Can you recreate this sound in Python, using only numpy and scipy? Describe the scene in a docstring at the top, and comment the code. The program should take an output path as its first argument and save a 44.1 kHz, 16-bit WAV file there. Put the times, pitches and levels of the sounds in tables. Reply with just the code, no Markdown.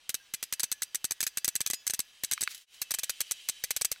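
"""A portable manual typewriter on a wooden desk, heard close over faint room tone, types in quick bursts.
At each key the linkage scrapes, the slug cracks on the platen and thuds the desk, the type bar rattles
and the escapement clicks. Springs ring on between keys. Near 2.4 s the carriage clunks and slides,
its ratchet ticking, and the level dips briefly. At 2.8 s typing resumes on a new line with a boxier
thud, and a last soft clunk comes just before the end."""
import sys
import numpy as np
from scipy.fft import rfft, irfft, next_fast_len
from scipy.io import wavfile
from scipy.ndimage import uniform_filter1d, map_coordinates

SR = 44100
rng = np.random.default_rng(int(sys.argv[2]) if len(sys.argv) > 2 else 0)


def waveform_to_disk(signal):
    """Save audio, clipped to [-1, 1], as 16-bit WAV at the path in sys.argv[1]."""
    frames = np.transpose(np.atleast_2d(signal))
    scaled = np.clip(frames, -1, 1) * 32767
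    samples = np.round(scaled).astype(np.int16)
    wavfile.write(sys.argv[1], SR, samples)


N = 176400
HIT_T = np.arange(SR // 10) / SR  # seconds into one hit
CLICK = HIT_T == 0  # a one-sample impulse


def amp(db):
    """Decibels to amplitude."""
    return 10 ** (np.asarray(db) / 20)

def unit(x):
    """Scale to an RMS of one."""
    return x / np.sqrt(np.mean(x ** 2) + 1e-20)

def eq_gain(points, hz):
    """Gain of a (Hz, dB) curve on a log frequency axis."""
    point_hz, db = np.transpose(points)
    return amp(np.interp(np.log(hz + 1), np.log(point_hz + 1), db))

def fader(points, outside_db=None):
    """Gain of a (seconds, dB) curve at every sample."""
    return amp(np.interp(np.arange(N) / SR, *np.transpose(points), left=outside_db, right=outside_db))

def decay(t, t60):
    """Hold until t = 0, then fall 60 dB every t60 seconds."""
    return amp(-60 * np.maximum(t, 0) / t60)

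def add(track, start, sound):
    """Mix a sound into a track; start is in seconds."""
    i = max(0, round(start * SR))
    part = track[i:i + len(sound)]
    part += sound[:len(part)]

def colour(x, points):
    """Minimum-phase EQ with unit power gain: only the curve's shape counts."""
    size = 2 * next_fast_len(N // 2 + SR // 8)
    gain = unit(eq_gain(points, np.fft.rfftfreq(size, 1 / SR)))
    cepstrum = irfft(np.log(gain + 1e-6), size)
    cepstrum[1:size // 2] *= 2
    cepstrum[size // 2 + 1:] = 0
    return irfft(rfft(x, size) * np.exp(rfft(cepstrum)), size)[..., :N]

def burst(envelope, rough=0):
    """Noise with its envelope's shape and energy; roughness clumps it into tiny contacts."""
    white, clumps = rng.standard_normal((2, len(envelope)))
    grit = np.exp(rough * unit(uniform_filter1d(clumps, size=24)))
    return unit(white * envelope * grit) * np.sqrt(np.mean(envelope ** 2))

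def ring(modes, t, t60, scatter_db, detune):
    """Decaying (Hz, dB) modes, excited a little differently at every blow."""
    hz, db = np.transpose(modes)[:, :, None]
    level_draw, pitch_draw, phase = rng.standard_normal((3, len(hz), 1))
    partials = np.sin(2 * np.pi * (hz * (1 + detune * pitch_draw) * t + phase))
    return decay(t, t60) * np.sum(amp(db + scatter_db * level_draw) * partials, axis=0)


# The room's colour. Each row: frequency in Hz, relative level in dB.
ROOM_EQ = [(25, -3), (250, -9.5), (4000, 0), (15000, -26.5)]

def room_tone():
    """A steady bed of faint rumble and hiss."""
    return amp(-64) * colour(rng.standard_normal(N), ROOM_EQ)


# The typing, with levels before each layer's trim. Each row: start in seconds, slug level in dB,
# escapement delay in seconds, escapement level in dB, thud level in dB.
KEYS = [(0.0942, -23, 0.0075, -34.5, -54.5), (0.1441, -23, 0.005, -30, -54.5),
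        (0.339, -26.5, 0.007, -29.5, -56), (0.4285, -25.5, 0.0093, -33.5, -53),
        (0.5266, -23, 0.01, -27, -55), (0.5974, -23.5, 0.0067, -24.5, -69),
        (0.6337, -20.5, 0.0068, -24.5, -48), (0.7174, -23, 0.0078, -24.5, -57),
        (0.8217, -23, 0.011, -26, -58), (0.9475, -23.5, 0.0076, -24, -59),
        (1.0443, -22, 0.0073, -24, -48.5), (1.1102, -24.5, 0.0097, -26, -50),
        (1.2063, -22.5, 0.0073, -27.0, -56.0), (1.2296, -20.5, 0.0087, -29, -52.5),
        (1.2679, -21.5, 0.0079, -29, -57), (1.3738, -21.5, 0.0086, -28.5, -54),
        (1.4466, -21.5, 0.0077, -26.5, -54.5), (1.4799, -20, 0.0074, -23, -46),
        (1.555, -24.5, 0.007, -23.5, -52.5), (1.6071, -23.5, 0.0073, -26, -48),
        (1.6638, -23, 0.0099, -27, -52), (1.702, -25.5, 0.008, -26, -49),
        (1.7348, -24.5, 0.0091, -31.5, -50.5), (1.8684, -25.5, 0.0085, -22, -60),
        (1.899, -28, 0.0079, -24, -52), (1.9371, -24.5, 0.0088, -30.5, -52), (1.9931, -23, 0.01, -24, -49),
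        (2.237, -23.5, 0.0097, -24.5, -50.5), (2.3139, -24, 0.0071, -23, -62),
        (2.3287, -28.5, 0.0066, -22.5, -56), (2.4102, -25.5, 0.0073, -23, -55.5),
        (2.4283, -30, 0.0072, -24, -52.5), (2.8179, -24.0, 0.0069, -30.5, -56.5),
        (2.9089, -25.5, 0.0079, -24.5, -53.5), (2.9408, -23, 0.0065, -26.5, -53.5),
        (2.9878, -25, 0.0064, -30.5, -57.5), (3.0349, -25.5, 0.0071, -29.0, -57),
        (3.0964, -21, 0.0066, -30.5, -54.5), (3.2065, -21.5, 0.0073, -24.5, -55.5),
        (3.3119, -23.5, 0.007, -24, -60.5), (3.4884, -21.5, 0.0082, -24.5, -58),
        (3.6396, -21.5, 0.0043, -32.5, -50.5), (3.708, -21, 0.004, -27, -48.5),
        (3.7654, -22.5, 0.0051, -30.5, -52), (3.8137, -25, 0.0052, -23.5, -48.5),
        (3.8487, -21.5, 0.0046, -23, -55), (3.917, -24.5, 0.0065, -30.0, -49.5)]
# The scrape's colour. Each row: frequency in Hz, relative level in dB.
LINKAGE_EQ = [(400, -29), (900, -13.5), (1700, -3), (2800, -12), (4300, -9.5), (5500, -13.5), (6250, 1.5),
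              (7000, -11), (7800, -4), (10000, -9.5), (16000, -12)]

def linkage():
    """The linkage scrapes as it moves, just before the slug lands."""
    lead_s = 0.0018
    scrapes = np.zeros(N)
    for start, slug_db, *_ in KEYS:
        scrape = burst(decay(HIT_T - lead_s, t60=0.0082), rough=0.23)
        add(scrapes, start - lead_s, force(slug_db) * amp(-5) * scrape)
    return colour(scrapes, LINKAGE_EQ)

def force(slug_db):
    """A stroke's strength: halfway in dB between its slug and the average one."""
    return amp((slug_db + np.mean([key[1] for key in KEYS])) / 2)


# The crack's colour. Each row: frequency in Hz, relative level in dB.
SLUG_EQ = [(300, -24), (850, -10.5), (1700, -26.5), (3600, -18.5), (4800, 3.5), (5500, -8), (6350, 9.5),
           (7000, -3), (7900, 7), (9000, -14), (10700, -2.5), (11850, 6.5), (12800, -5), (14800, 2),
           (16500, -52)]

def slugs():
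    """The type slug cracks on the platen: a hard click and a spit of noise."""
    cracks = np.zeros(N)
    for start, slug_db, *_ in KEYS:
        crack = amp(16.5) * CLICK + amp(3) * burst(decay(HIT_T, t60=0.0018))
        add(cracks, start, amp(slug_db) * crack)
    return colour(cracks, SLUG_EQ)


# The thud, deep late in a line and boxier early in the next.
# Each row: frequency in Hz, relative level in dB.
DEEP_DESK_EQ = [(25, -6), (170, -3.5), (320, -5), (600, -7.5), (1200, -10.5), (3000, -65)]
BOXY_DESK_EQ = [(25, 3.5), (180, -6), (330, -12), (520, 3), (1200, -7), (3000, -47.5)]
NEW_LINE_S = 2.66

def desk_thuds():
    """Each blow pushes the machine into the desk, which rumbles briefly."""
    deep, boxy = np.zeros((2, N))
    for start, *_, thud_db in KEYS:
        blow = amp(30) * CLICK + amp(3) * burst(decay(HIT_T, t60=0.027))
        add(deep if start < NEW_LINE_S else boxy, start, amp(thud_db) * blow)
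    return colour(deep, DEEP_DESK_EQ) + colour(boxy, BOXY_DESK_EQ)


# The colour of rattling steel. Each row: frequency in Hz, relative level in dB.
RATTLE_EQ = [(300, -24.5), (900, -28), (1500, -13), (2400, -6.5), (3300, -7.5), (4000, -1.5), (5300, -5.5),
             (7900, -6), (10000, -5), (13000, -7.5), (15300, -10), (16500, -49)]

def type_bars():
    """Each bar rings at four random pitches and rattles until just after the escapement catches."""
    pitch_range_hz, take_up_s = (1899, 6984), 0.0049
    rings, rattles = np.zeros((2, N))
    for start, slug_db, delay, *_ in KEYS:
        modes = [(hz, 0) for hz in np.exp(rng.uniform(*np.log(pitch_range_hz), size=4))]
        tone = ring(modes, HIT_T, t60=0.05, scatter_db=0.5, detune=0)
        add(rings, start, force(slug_db) * amp(-16) * tone)
        loose = decay(HIT_T, t60=0.073) * decay(HIT_T - delay - take_up_s, t60=0.015)
        add(rattles, start, force(slug_db) * amp(-4.5) * burst(loose, rough=0.25))
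    return rings + colour(rattles, RATTLE_EQ)


# The springs' shimmer and the rasp's colour. Each row: frequency in Hz, relative level in dB.
SHIMMER_EQ = [(1200, -23), (1650, -1), (2650, -3.5), (4300, -12.5), (6100, 0.5), (7000, -9.5),
              (11500, -11.5), (15500, -13.5)]
RASP_EQ = [(1200, -35), (2100, -5), (2650, -6), (3260, 3), (3550, -13), (3850, -3), (5000, -8.5),
           (9400, -13), (15500, -29)]
# The rasp's swell. Each row: time in seconds, level in dB.
RASP_LEVEL = [(0.3, -63), (2.0, -64), (2.35, -53.5), (2.85, -58.5), (3.18, -51.5), (3.5, -51.5),
              (3.95, -60.5)]

def metalwork():
    """Every stroke shakes dozens of springs and idle bars, which shimmer over a faint metallic rasp."""
    t = np.arange(SR) / SR
    shaken = np.zeros(N)
    for start, *_ in KEYS:
        add(shaken, start, burst(decay(t, t60=1.1)))
    shimmer = amp(-63) * colour(shaken, SHIMMER_EQ)
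    rasp = colour(burst(fader(RASP_LEVEL), rough=0.25), RASP_EQ)
    # the metal's many close resonances ripple the spectrum
    hz = np.linspace(1000, 16000, num=450)
    ripple_db = 4.5 * rng.standard_normal(len(hz)) * (hz > hz[0])
    return colour(shimmer + rasp, np.column_stack([hz, ripple_db]))


# The clearest springs. Each row: pitch in Hz, typical level in dB.
SPRING_MODES = [(1922, -73), (2400, -71), (2638, -64), (3391, -67), (4740, -67), (4996, -68), (6115, -67)]
# Pings that stand out. Each row: start in seconds, pitch in Hz, level in dB.
SPRING_PINGS = [(0.2, 1604, -56), (0.428, 4996, -49.5), (0.634, 6130, -49), (0.73, 1715, -52.5),
                (1.735, 4992, -41), (1.735, 6778, -42)]

def springs():
    """A few springs sing clear notes after every stroke, with the odd brighter ping."""
    t = np.arange(SR) / SR
    notes = np.zeros(N)
    for start, *_ in KEYS:
        add(notes, start, ring(SPRING_MODES, t[:SR // 2], t60=0.54, scatter_db=5, detune=0.001))
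    for start, hz, db in SPRING_PINGS:
        add(notes, start, amp(db) * decay(t, t60=0.22) * np.sin(2 * np.pi * hz * t))
    return notes


# The escapement pawl's modes. Each row: pitch in Hz, relative level in dB.
PAWL_MODES = [(1650, -14), (4020, -19), (5750, -4.5), (6300, 0), (7720, 2), (8150, 0), (8950, -0.5),
              (9550, -3.5), (10900, -6), (11800, -12.5), (13300, -10)]

def escapement():
    """The pawl catches a few milliseconds after the slug, and the case answers briefly."""
    clicks, rings = np.zeros((2, N))
    for start, slug_db, delay, pawl_db, _ in KEYS:
        click = amp(pawl_db - 5.5) * burst(decay(HIT_T, t60=0.022), rough=0.25)
        case = force(slug_db) * amp(-16.5) * burst(decay(HIT_T, t60=0.065))
        add(clicks, start + delay, click + case)
        for trim_db, t60 in (-15, 0.015), (-22.5, 0.043):  # a tight snap, then a faint ring
            tone = unit(ring(PAWL_MODES, HIT_T, t60, scatter_db=1.0, detune=0.0042))
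            add(rings, start + delay, amp(pawl_db + trim_db) * tone)
    return rings + colour(clicks, RATTLE_EQ)


# Carriage clunks and ratchet ticks. Each row: start in seconds, relative level in dB.
CLUNKS = [(2.378, -32.5), (2.476, -24.5), (3.961, -46.5)]
TICKS = [(2.5467, -36), (2.578, -42.5)]
# The slide's swell. Each row: time in seconds, level in dB.
SLIDE_LEVEL = [(2.44, -75), (2.515, -40.5), (2.56, -56.5), (2.62, -46.5), (2.67, -67), (2.75, -55),
               (2.88, -77)]
# The colours of clunk and rail. Each row: frequency in Hz, relative level in dB.
CLUNK_EQ = [(700, -34), (1400, 3.5), (1850, -6), (2400, 1.5), (3200, -15), (4200, -7.5), (7000, -29)]
RAIL_EQ = [(700, -27), (1900, -3.5), (6000, -2.5), (15000, -13)]

def carriage():
    """The carriage clunks against its stops and slides on its rail, the ratchet ticking."""
    clunks, ticks = np.zeros((2, N))
    for start, db in CLUNKS:
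        add(clunks, start, amp(db) * (amp(20.5) * CLICK + burst(decay(HIT_T, t60=0.016))))
    for start, db in TICKS:
        add(ticks, start, amp(db) * burst(decay(HIT_T, t60=0.05), rough=0.25))
    slide = burst(fader(SLIDE_LEVEL, outside_db=-120), rough=0.25)
    return colour(clunks, CLUNK_EQ) + colour(ticks, RATTLE_EQ) + colour(slide, RAIL_EQ)


# Reflections from the near walls. Each row: frequency in Hz, average gain in dB.
WALL_EQ = [(100, -11), (600, -7.5), (1500, -19), (7500, -23), (13000, -14)]

def walls(direct):
    """Reflections reach left and right out of step, differently at every stroke."""
    knots = np.arange(N) * 50 / SR  # 50 random values a second
    drift = unit(map_coordinates(rng.standard_normal(int(knots[-1]) + 4), [knots]))
    size = next_fast_len(N + SR // 4)
    gain = eq_gain(WALL_EQ, np.fft.rfftfreq(size, 1 / SR))
    side = irfft(1j * rfft(direct * drift, size) * gain, size)[:N]  # a quarter cycle out of phase
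    return np.array([direct + side, direct - side])


def scene():
    """The typewriter over the room tone, spread into stereo by the walls."""
    return walls(room_tone() + linkage() + slugs() + desk_thuds() + type_bars()
                 + metalwork() + springs() + escapement() + carriage())


# The dip between the two lines. Each row: time in seconds, gain in dB.
LEVEL_DIP = [(2.57, -1.5), (2.615, -11.5), (2.645, -16), (2.662, -32), (2.68, -16), (2.71, -7.5),
             (2.75, -1)]
TOP_HZ = 15900

def record(dry):
    """The level dips briefly, and a steep low-pass shaves off the very top."""
    size = next_fast_len(N + SR // 4)
    low_pass = 1 / np.sqrt(1 + (np.fft.rfftfreq(size, 1 / SR) / TOP_HZ) ** 120)
    return irfft(rfft(dry * fader(LEVEL_DIP), size) * low_pass, size)[:, :N]


dry = scene()
out = record(dry)
waveform_to_disk(out)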